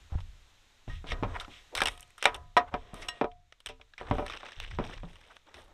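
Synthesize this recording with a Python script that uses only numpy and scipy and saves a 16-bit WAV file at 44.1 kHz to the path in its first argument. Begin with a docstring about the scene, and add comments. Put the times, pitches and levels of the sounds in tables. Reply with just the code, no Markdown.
"""Outdoors at a log frame, close to a small microphone: a steel crowbar levers a wooden pole off.
The claw scrapes in, fibres crack, the pole breaks loose, knocks on the logs and is laid down.
Wood and steel ring as decaying modes; fibres snap as runs of tiny breaks; sliding is filtered grit.
Boots thud on the soil as low decaying sines; gloves, bark and a plastic tarp rustle; faint hiss lies below."""
import sys
import numpy as np
from scipy import signal
from scipy.io import wavfile
from scipy.ndimage import uniform_filter1d

SR = 44100
rng = np.random.default_rng(int(sys.argv[2]) if len(sys.argv) > 2 else 0)


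def transcribe(signal):
    """Save signal, clipped to [-1, 1], as a 16-bit WAV file at the path in sys.argv[1]."""
    frames = np.atleast_2d(signal).T
    limited = np.clip(frames, -1, 1)
    pcm = np.round(limited * 32767).astype(np.int16)
    wavfile.write(sys.argv[1], SR, pcm)


N = 252693
TIME = np.arange(N) / SR
HIT = np.arange(16384) / SR  # time axis of one event [s]
HIT_HZ = np.fft.rfftfreq(len(HIT), 1 / SR)


def amp(db):
    """Decibels to gain."""
    return 10 ** (np.asarray(db) / 20)


def evened(x):
    """Scales to rms 1."""
    return x / np.sqrt(np.mean(x ** 2) + 1e-20)


def blow(x):
    """Scales to the energy of 10 ms at rms 1."""
    return x / np.sqrt(np.sum(x ** 2) / (SR / 100) + 1e-20)


def shape(points, hz):
    """Gain of a spectrum table at the given frequencies, interpolated over log frequency."""
    point_hz, db = np.transpose(points)
    return amp(np.interp(np.log(hz + 1), np.log(point_hz), db))


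def causal(x, gain):
    """Filters by a gain curve with minimum phase, so that nothing comes before an attack."""
    both_sides = np.r_[gain, gain[-2:0:-1]]
    log_gain = np.log(np.maximum(both_sides, 1e-5))
    spectrum = np.exp(np.conj(signal.hilbert(log_gain)))
    taps = np.fft.ifft(spectrum).real[:4096]
    return signal.fftconvolve(x, taps)[:len(x)]


def colour(x, points):
    """Filters x by a spectrum table."""
    return causal(x, shape(points, HIT_HZ))


def add(mix, s, sound):
    """Adds a sound at time s, in place."""
    part = mix[max(round(s * SR), 0):][:len(sound)]
    part += sound[:len(part)]


def swell(start, length, rise_s, fall_db_per_s):
    """Envelope of one effort: it builds, holds to the end of its length and dies away."""
    rise = np.clip((TIME - start) / rise_s, 0, 1)
    return rise * amp(-fall_db_per_s * np.maximum(TIME - start - length, 0))


def scatter(t60_s, slope):
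    """Dense random ringing; t60 holds up to 1 kHz and shortens toward the treble."""
    hz, t, cells = signal.stft(rng.choice([-1., 1.], len(HIT)), SR, nperseg=128)
    life_s = t60_s / np.maximum(hz[:, None] / 1000, 1) ** slope
    return signal.istft(cells * amp(-60 * t / life_s), SR, nperseg=128)[1][:len(HIT)]


def ring(modes, weight, freedom):
    """Sum of decaying sines, each of random sign as the point of contact sets it."""
    hz, db, t60_s = np.transpose(modes)[:, :, None]
    sign = rng.choice([-1, 1], hz.shape)
    envelope = amp(db - 60 * HIT / (t60_s * freedom))
    return (sign * weight(hz) * envelope * np.sin(2 * np.pi * hz * HIT)).sum(0)


def grit(grains_per_s, spread_db, count=30):
    """Tiny slips of uneven size, each ringing a few cycles at the pitch of its own spot."""
    out, t = np.zeros(N), HIT[:600]
    for hz in np.geomspace(300, 14000, count):
        size = amp(spread_db * np.minimum(rng.exponential(1, N), 3))
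        slips = size * (rng.random(N) < grains_per_s / count / SR)
        spot = np.cos(2 * np.pi * hz * t) * np.exp(-t * hz / rng.uniform(1, 3))
        out += signal.oaconvolve(slips, np.sqrt(hz) * blow(spot))[:N]
    return evened(out)


# blows on timber: (time [s], level [dB], bass edge [Hz], hardness [Hz], pole level before trim [dB])
TIMBER_BLOWS = [(0.879, -37, 69, 670, -14), (1.043, -41, 149, 856, -9), (1.12, -32.5, 191, 1510, -6),
                (1.227, -23.5, 60, 460, -14), (1.234, -26.5, 450, 830, -5), (1.481, -44.5, 200, 560, -27),
                (1.8184, -23, 364, 1600, -3.5), (2.2566, -16.5, 587, 1980, -3),
                (2.5676, -16.5, 450, 1290, -8), (2.741, -24.5, 270, 1160, -1), (2.934, -39, 199, 475, -9.5),
                (3.2127, -19.5, 330, 780, -0.5), (3.2436, -25, 470, 580, 4), (3.695, -41, 218.3, 748, 17),
                (3.799, -54.5, 303, 722, -1), (4.013, -36.5, 245, 915, -3), (4.1117, -18.5, 100, 756, -5.5),
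                (4.154, -35.5, 300, 900, -2), (4.184, -26, 180, 870, -2.5), (4.196, -31, 300, 990, 2),
                (4.223, -31, 296, 680, 5), (4.432, -39, 654, 950, -9), (4.7876, -23, 150.3, 820, -6),
                (4.897, -41, 198, 990, -11), (5.034, -37.5, 79, 820, -6.5)]
# pole modes: (frequency [Hz], relative level [dB], t60 before freedom [s])
POLE_MODES = [(260.7, -14, 0.3), (362, -15, 0.06), (385, -12.5, 0.13), (418.7, -9, 0.079),
              (448.3, -5.5, 0.18), (586.3, -0.5, 0.096), (668, -11.5, 0.085), (760.5, -3, 0.095),
              (886, -14.5, .11), (978, -6.5, 0.18), (1267, -8, 0.13), (1410, -14.5, 0.11), (2380, 2, 0.067),
              (2953, -11, .05)]
# timber spectrum: (frequency [Hz], gain [dB])
TIMBER_SPECTRUM = [(100, 8), (550, -4.5), (1000, -1), (1700, -3.5), (2200, -1.5), (2700, -2), (3500, -1),
                   (5000, 0.5), (9000, -11.5), (15000, 3.5)]
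# hold on the pole: pinned to the frame, loose on the claw, swinging free in the glove, laid on the logs:
# (from time [s], stack t60 up to 1 kHz [s], pole freedom [factor on t60])
POLE_SUPPORT = [(0, .155, 1.17), (2.65, 0.1, 0.68), (3.45, 0.11, 1.27), (4.35, 0.25, 0.78)]


def knocks(push_db=-3, clatter_db=-2, pole_trim_db=2, slope=0.28, steepness=1.97):
    """A blow is a push, log-stack clatter and pole ring; soft contact takes away the treble."""
    out = np.zeros(N)
    for s, db, bass_hz, hard_hz, pole_db in TIMBER_BLOWS:
        _, stack_t60_s, freedom = POLE_SUPPORT[sum(s > row[0] for row in POLE_SUPPORT[1:])]

        def contact(hz):
            """Bass cut below bass_hz, softness above hard_hz."""
            bass_cut = hz ** 2 / np.hypot(hz ** 2, bass_hz ** 2)
            return bass_cut / np.hypot(1, (hz / hard_hz) ** steepness)

        gain = contact(HIT_HZ) * shape(TIMBER_SPECTRUM, HIT_HZ)
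        push = amp(push_db) * blow(causal(signal.unit_impulse(len(HIT)), gain))
        clatter = amp(clatter_db) * blow(causal(scatter(stack_t60_s, slope), gain))
        pole = amp(pole_db + pole_trim_db) * blow(ring(POLE_MODES, contact, freedom))
        add(out, s, amp(db) * blow(push + clatter + pole))
    return out


# crackle spells, as grit shifts, strained fibres settle and bark crumbles: (start [s], length [s],
# rate [snaps/s], first and last snap level before scatter and trim [dB], treble re snap before trim [dB])
CRACKLE_SPELLS = [(0.111, 0.11, 72, -44, -46, -24), (1.902, 0.21, 48, -35.5, -53, -11.5),
                  (4.261, 0.28, 80, -35, -38.5, -30), (4.601, .4, 42, -43, -43.5, -34),
                  (5.101, 0.15, 26.3, -48.5, -44, -22)]
# range of note [Hz]
CRACKLE_NOTE_RANGE_HZ = (1250, 3170)
CRACKLE_SCATTER_DB, CRACKLE_T60_S = 9, 0.02


def crackling(count=40):
    """Faint snaps at random gaps through each spell, as rows like those of CLEAR_CRACKS."""
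    rows = []
    for start, length, per_s, first_db, last_db, treble_db in CRACKLE_SPELLS:
        after = np.cumsum(rng.exponential(1, count)) / per_s
        trend_db = np.interp(after, [0, length], [first_db, last_db])
        snap_db = trend_db + CRACKLE_SCATTER_DB * rng.uniform(-1.08, 1, count)
        notes_hz = rng.uniform(*CRACKLE_NOTE_RANGE_HZ, count)
        for s, db, hz in zip(after, snap_db, notes_hz):
            if s < length:
                rows.append((start + s, db, db + treble_db, hz, CRACKLE_T60_S))
    return rows


# clearest snaps of fibres and bark: (time before delay [s], snap level before trim [dB],
# treble level before trim [dB], note of the snapping piece [Hz], snap t60 [s])
CLEAR_CRACKS = [(1.1191, -20, -71, 1840, 0.02), (1.398, -23.5, -48, 3780, 0.049),
                (1.4071, -25.5, -44.5, 1330, 0.12), (1.4454, -32.5, -72, 1310, 0.033),
                (1.7506, -16, -30.5, 4360, 0.035), (1.7637, -22.5, -41, 1360, 0.043),
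                (1.7727, -20, -35, 3800, 0.036), (1.7776, -18, -44, 2120, 0.026),
                (1.785, -19.5, -39, 2080, 0.075), (1.804, -14, -37, 1450, 0.023),
                (1.8175, -10.5, -29.5, 1490, 0.034), (1.8349, -20, -34, 1390, .015),
                (1.8555, -13, -30.5, 2780, 0.045), (1.87, -14, -32.5, 2670, 0.06),
                (1.883, -17, -33.5, 2090, 0.021), (2.0064, -55, -39.5, 3350, 0.011),
                (2.179, -34, -48.5, 1370, 0.1), (2.2254, -16, -33, 2140, 0.027),
                (2.2399, -18, -38, 2960, 0.044), (2.2544, -4, -25.5, 2020, 0.013),
                (2.3438, -24.5, -41, 2880, 0.058), (2.3617, -41, -50, 1320, 0.025),
                (2.57, -14.5, -37, 1860, 0.078), (2.9416, -34, -44.5, 1260, .02),
                (3.021, -27.5, -64, 2220, 0.1), (3.0855, -19.5, -37, 2800, 0.034),
                (3.3146, -45.5, -87, 2500, .03), (3.5233, -37, -64, 2160, 0.012),
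                (3.6025, -41.5, -57, 3300, .02), (3.6599, -24, -38.5, 3150, 0.023),
                (3.6675, -26, -44, 2870, 0.034), (3.687, -28, -49.5, 2650, 0.12),
                (3.8122, -37.5, -75, 2265, 0.034), (3.9353, -38.5, -83, 1560, 0.023),
                (3.9787, -29, -60, 2260, .06), (4.264, -42, -46, 1610, .01),
                (4.2973, -24.5, -55, 1210, 0.024), (4.334, -30, -63, 2850, .025),
                (4.465, -35, -76, 2170, 0.031), (4.6, -24, -46, 3020, 0.0089),
                (4.71, -32, -81, 2070, 0.057), (4.9763, -36, -77, 1960, 0.022),
                (5.3663, -37.5, -64, 1500, .011), (5.5414, -33.5, -56.5, 2310, 0.045)]
# spectra of snap and treble fizz: (frequency [Hz], gain [dB])
SNAP_SPECTRUM = [(100, -31), (500, -4.5), (1200, -2.5), (2200, -4.5), (3500, -3), (5500, -5), (8000, -22),
                 (16000, -37.5)]
FIZZ_SPECTRUM = [(1000, -42), (4000, -26.5), (6500, 10), (9000, 14.5), (16000, 4.5)]


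def cracks(snap_trim_db=-12, fizz_trim_db=-1, grain_db=3, tail_db=-27, tail_t60_s=0.12,
           fizz_life=0.47, note_db=7, sharpness=5, delay_s=.0008, count=140):
    """A fibre tears in a quick run of tiny breaks that ring the loose piece; the treble dies first."""
    out, t = np.zeros(N), HIT[:4096]
    snap_gain, fizz_gain = shape(SNAP_SPECTRUM, HIT_HZ), shape(FIZZ_SPECTRUM, HIT_HZ)

    def fade(life_s):
        """Fast decay over a weak tail."""
        return amp(-60 * t / max(life_s, .003)) + amp(tail_db - 60 * t / tail_t60_s)

    sizes = amp(grain_db * np.minimum(rng.standard_normal((count, len(t))), 2))
    runs = sizes * rng.choice([-1, 1], (count, len(t)))
    for (s, snap_db, treble_db, note_hz, t60_s), breaks in zip(list(CLEAR_CRACKS) + crackling(), runs):
        snap = causal(breaks * fade(t60_s), snap_gain)
        note = signal.lfilter(*signal.iirpeak(note_hz, sharpness, SR), snap)
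        snap = amp(snap_db + snap_trim_db) * blow(snap + amp(note_db) * note)
        fizz = causal(breaks * fade(t60_s * fizz_life), fizz_gain)
        fizz = amp(treble_db + fizz_trim_db) * blow(fizz)
        add(out, s + delay_s, snap + fizz)
    return out


# blows on the crowbar: (time [s], level [dB], frequency excited most [Hz], spread [octaves],
# freedom to ring [factor on t60])
BAR_BLOWS = [(.897, -42.5, 2050, 0.61, 1), (1.121, -41, 2060, 0.95, 0.66), (1.857, -30, 4550, 1.15, 0.16),
             (2.256, -29, 2100, 1.9, 0.45), (2.568, -12.5, 870, 1.3, 0.47), (2.571, -18, 1983, 1.2, 0.36),
             (2.741, -31, 760, 0.48, 0.41), (3.084, -30, 5660, 1.23, 0.58), (3.085, -34, 2460, 0.31, 0.94),
             (3.213, -30, 606, 0.39, 0.94)]
# crowbar modes: (frequency [Hz], relative level [dB], t60 before freedom [s])
BAR_MODES = [(685, -17, .4), (715, 0, .34), (995, 0, .22), (1147, -18, .34), (1260, -2, .22),
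             (1595, -9, .18), (1878, 0, .22), (2837, -14, .22), (3424, -7, .1), (4006, -6, .15),
             (4657, -9, .09), (5476, -2, .12), (6578, -6, .1), (7890, -4, .12), (9500, -12, .1),
             (12400, -15, .1)]


def crowbar(rise_s=0.0017):
    """Bending modes of the steel, damped by the glove and by the wood that it leans on."""
    out = np.zeros(N)
    for s, db, centre_hz, octaves, freedom in BAR_BLOWS:
        def contact(hz):
            """Weight falling away on both sides of centre_hz."""
            return 1 / (1 + (np.log2(hz / centre_hz) / octaves) ** 2) ** 1.28

        steel = ring(BAR_MODES, contact, freedom) * (1 - np.exp(-HIT / rise_s))
        add(out, s, amp(db) * blow(steel))
    return out


# gritty shoves of claw, pole or boot: (start [s], length [s], peak level [dB], centre [Hz])
GRITTY_SHOVES = [(0.099, 0.072, -49, 690), (0.172, 0.027, -48.5, 1100), (1.063, 0.085, -37, 2650),
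                 (1.341, 0.036, -34.5, 1200), (1.715, 0.043, -44.5, 463), (2.195, 0.038, -48.5, 2800),
                 (2.31, 0.064, -41.5, 894), (2.664, 0.039, -45.5, 930), (2.713, 0.052, -42, 627),
                 (3.01, 0.027, -42.5, 5000), (3.981, 0.045, -45.5, 2120), (4.286, 0.091, -45.5, 1800),
                 (4.607, 0.059, -42.5, 2320), (5.297, 0.031, -48.5, 1200)]
SHOVE_OCTAVES = 1.2


def shoves(crest=0.64):
    """Friction builds until the crest, a fraction of the length, then falls to nothing."""
    out, drive = np.zeros(N), grit(grains_per_s=2100, spread_db=-0.5)
    for s, length, db, centre_hz in GRITTY_SHOVES:
        band = 1 / (1 + (np.log2((HIT_HZ + 1) / centre_hz) / SHOVE_OCTAVES) ** 2) ** 1.97
        rasp = evened(causal(drive[round(s * SR):][:len(HIT)], band))
        effort = np.interp(HIT, [0, length * crest, length], [.15, 1, 0])
        add(out, s, amp(db) * rasp * effort)
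    return out


# spectra of wood body and surface rasp: (frequency [Hz], gain [dB])
BODY_SPECTRUM = [(80, -17.5), (220, -1), (500, 2), (1200, -1.5), (1800, -7), (3000, -30), (8000, -54)]
RASP_SPECTRUM = [(500, -41), (1200, -6.5), (2000, -0.5), (3300, 1.5), (5500, -7.5), (8000, -9.5),
                 (16000, -33)]
STROKE_RISE_S, STROKE_RELEASE_DB_PER_S = 0.024, 230.5


def rubbing(strokes, trims_db, drive):
    """Grit heard as the body of the wood, the rasp of its surface and a fine fizz."""
    power = 0
    for start, length, *levels_db in strokes:
        envelope = swell(start, length, STROKE_RISE_S, STROKE_RELEASE_DB_PER_S)
        power = power + np.outer(amp(levels_db), envelope) ** 2
    bands = (BODY_SPECTRUM, RASP_SPECTRUM, FIZZ_SPECTRUM)
    return sum(evened(colour(drive, band)) * gain * amp(trim_db)
               for band, gain, trim_db in zip(bands, np.sqrt(power), trims_db))


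def singing(scrape, steel_db=-5, freedom=1.7):
    """The sliding claw keeps the bar's modes faintly ringing."""
    steel = ring(BAR_MODES, np.ones_like, freedom)
    sung = evened(signal.fftconvolve(scrape, steel)[:N])
    return scrape + amp(steel_db) * np.std(scrape) * sung


# steel and sleeve sliding on wood: (start [s], length [s], body, rasp and fizz levels before trim [dB])
SCRAPE_STROKES = [(.87, 0.087, -89, -53, -65), (1.04, 0.15, -50, -63, -78), (1.27, 0.12, -48, -56.5, -73),
                  (1.49, 0.086, -70.5, -51.5, -70.5), (1.86, 0.063, -53.5, -51.5, -54.5),
                  (2.3, .08, -51.5, -68.5, -74), (2.72, 0.31, -58.5, -61.5, -76),
                  (2.93, 0.12, -50, -53, -59.5), (3.08, 0.1, -56.5, -56.5, -88)]


def scrapes():
    """Dense grit and noise, shaped by each stroke, with the bar singing along."""
    sliding = grit(grains_per_s=6400, spread_db=1.5) + amp(4.0) * rng.standard_normal(N)
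    return singing(rubbing(SCRAPE_STROKES, trims_db=(-1, 0, 3), drive=sliding))


def catching(depth_db, size=500):
    """Rough bark catches and lets go, so friction comes in clumps."""
    drift = uniform_filter1d(uniform_filter1d(rng.standard_normal(N), size), size // 2)
    return amp(depth_db * evened(drift))


# handfuls of glove, bark and tarp: (start [s], length [s], body, rasp and fizz levels before trim [dB])
RUSTLE_HANDFULS = [(3.99, .1, -50, -60.5, -85), (4.08, .27, -51, -55, -63), (4.36, 0.39, -61, -56.5, -70),
                   (4.81, .14, -54.5, -53, -63.5), (5.02, 0.33, -65, -63.5, -71.5),
                   (5.45, .08, -61, -68, -87), (5.53, 0.079, -53, -57.5, -62.5),
                   (5.67, 0.069, -60, -75, -82)]


def rustles():
    """Sparse, very uneven grit and noise in clumps, shaped by each handful."""
    crinkling = grit(grains_per_s=1500, spread_db=7) + amp(0.5) * rng.standard_normal(N)
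    return rubbing(RUSTLE_HANDFULS, trims_db=(1, 3, 4), drive=crinkling * catching(depth_db=2))


# boots and weight on the ground: (time [s], level before onset and decay [dB], frequency [Hz], t60 [s])
GROUND_THUDS = [(0.122, -25, 73.5, 0.18), (.154, -16, 81, 0.084), (1.122, -23.5, 56.4, 0.09),
                (1.226, -19, 70.4, 0.053), (5.036, -35.5, 171.4, 0.21)]
# weight bearing on soil and frame: (start [s], length [s], level before trim [dB])
GROUND_LOADS = [(0, .1, -53), (0.134, 0.081, -35), (0.871, 0.078, -33.5), (1.081, .24, -34),
                (1.752, 0.13, -40), (2.25, 0.21, -45.5), (2.564, 0.12, -48.5), (2.72, 0.032, -39),
                (2.926, 0.11, -45), (3.21, 0.13, -50), (3.656, 0.052, -48), (3.99, 0.12, -46),
                (4.093, 0.068, -31), (4.567, 0.088, -39), (4.692, .13, -35), (4.958, 0.064, -38.5),
                (5.54, 0.16, -55.5)]
# ground spectrum: (frequency [Hz], gain [dB])
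GROUND_SPECTRUM = [(10, -13), (28, 2.5), (43, -1), (60, -10), (82, -4), (110, -15), (150, -20),
                   (230, -36.5), (1000, -76)]
LOAD_RISE_S, SETTLE_DB_PER_S, REST_BEFORE_TRIM_DB = 0.013, 99, -69


def ground(rumble_trim_db=-2, rise_s=0.0004):
    """Footfalls and shifting weight shake the soil and the frame, which then settle."""
    out = evened(colour(rng.standard_normal(N), GROUND_SPECTRUM))
    out /= np.sqrt(uniform_filter1d(out ** 2, size=3000) + 0.076)  # levels out slow swings
    power = sum((amp(db) * swell(start, length, LOAD_RISE_S, SETTLE_DB_PER_S)) ** 2
                for start, length, db in GROUND_LOADS)
    out *= amp(rumble_trim_db) * np.sqrt(power + amp(REST_BEFORE_TRIM_DB) ** 2)
    for s, db, hz, t60_s in GROUND_THUDS:
        envelope = amp(db - 60 * HIT / t60_s) * (1 - np.exp(-HIT / rise_s))
        add(out, s, envelope * np.sin(2 * np.pi * hz * HIT))
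    return out


def yard(x, wet_db=-31, t60_s=0.16):
    """Open air: only a faint, short scatter from the ground and the log stack."""
    tail = scatter(t60_s, slope=0.11)
    return x + amp(wet_db) * signal.fftconvolve(x, tail / np.linalg.norm(tail))[:N]


# hiss spectrum: (frequency [Hz], gain [dB])
AIR_SPECTRUM = [(20, 16), (120, -4), (250, -5.5), (500, -6.5), (1200, -5), (3300, -5), (4400, 0.5),
                (5600, -8.5), (6900, 1.5), (8500, -16.5), (11000, -12), (16000, -13)]
# hiss level: (time [s], level [dB])
AIR_CURVE = [(0, -56.5), (.8, -59.5), (1.6, -55), (2.5, -63), (3.401, -69.5), (3.899, -65.5), (5.73, -63.5)]


def air():
    """Outdoor hiss: coloured noise under a slow level curve."""
    s, db = np.transpose(AIR_CURVE)
    return evened(colour(rng.standard_normal(N), AIR_SPECTRUM)) * amp(np.interp(TIME, s, db))


def scene():
    """All the work at the frame, over the outdoor hiss."""
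    work = knocks() + cracks() + crowbar() + shoves() + scrapes() + rustles()
    return (yard(work) + ground() + air())[None]


# microphone response: (frequency [Hz], gain [dB])
MICROPHONE_RESPONSE = [(2800, -2), (3750, -2), (4500, -13.5), (5600, -5), (7000, -14.5), (8400, -3.5),
                       (10500, -13.5), (13000, -14), (16000, -35.5)]


def record(dry):
    """The microphone's port ripples the treble; then the band limit at 16 kHz."""
    heard = colour(dry[0], MICROPHONE_RESPONSE)
    band_limit = signal.firwin(511, 16000, window=("kaiser", 9), fs=SR)
    return signal.oaconvolve(heard, band_limit, "same")[None]


dry = scene()
out = record(dry)
transcribe(out)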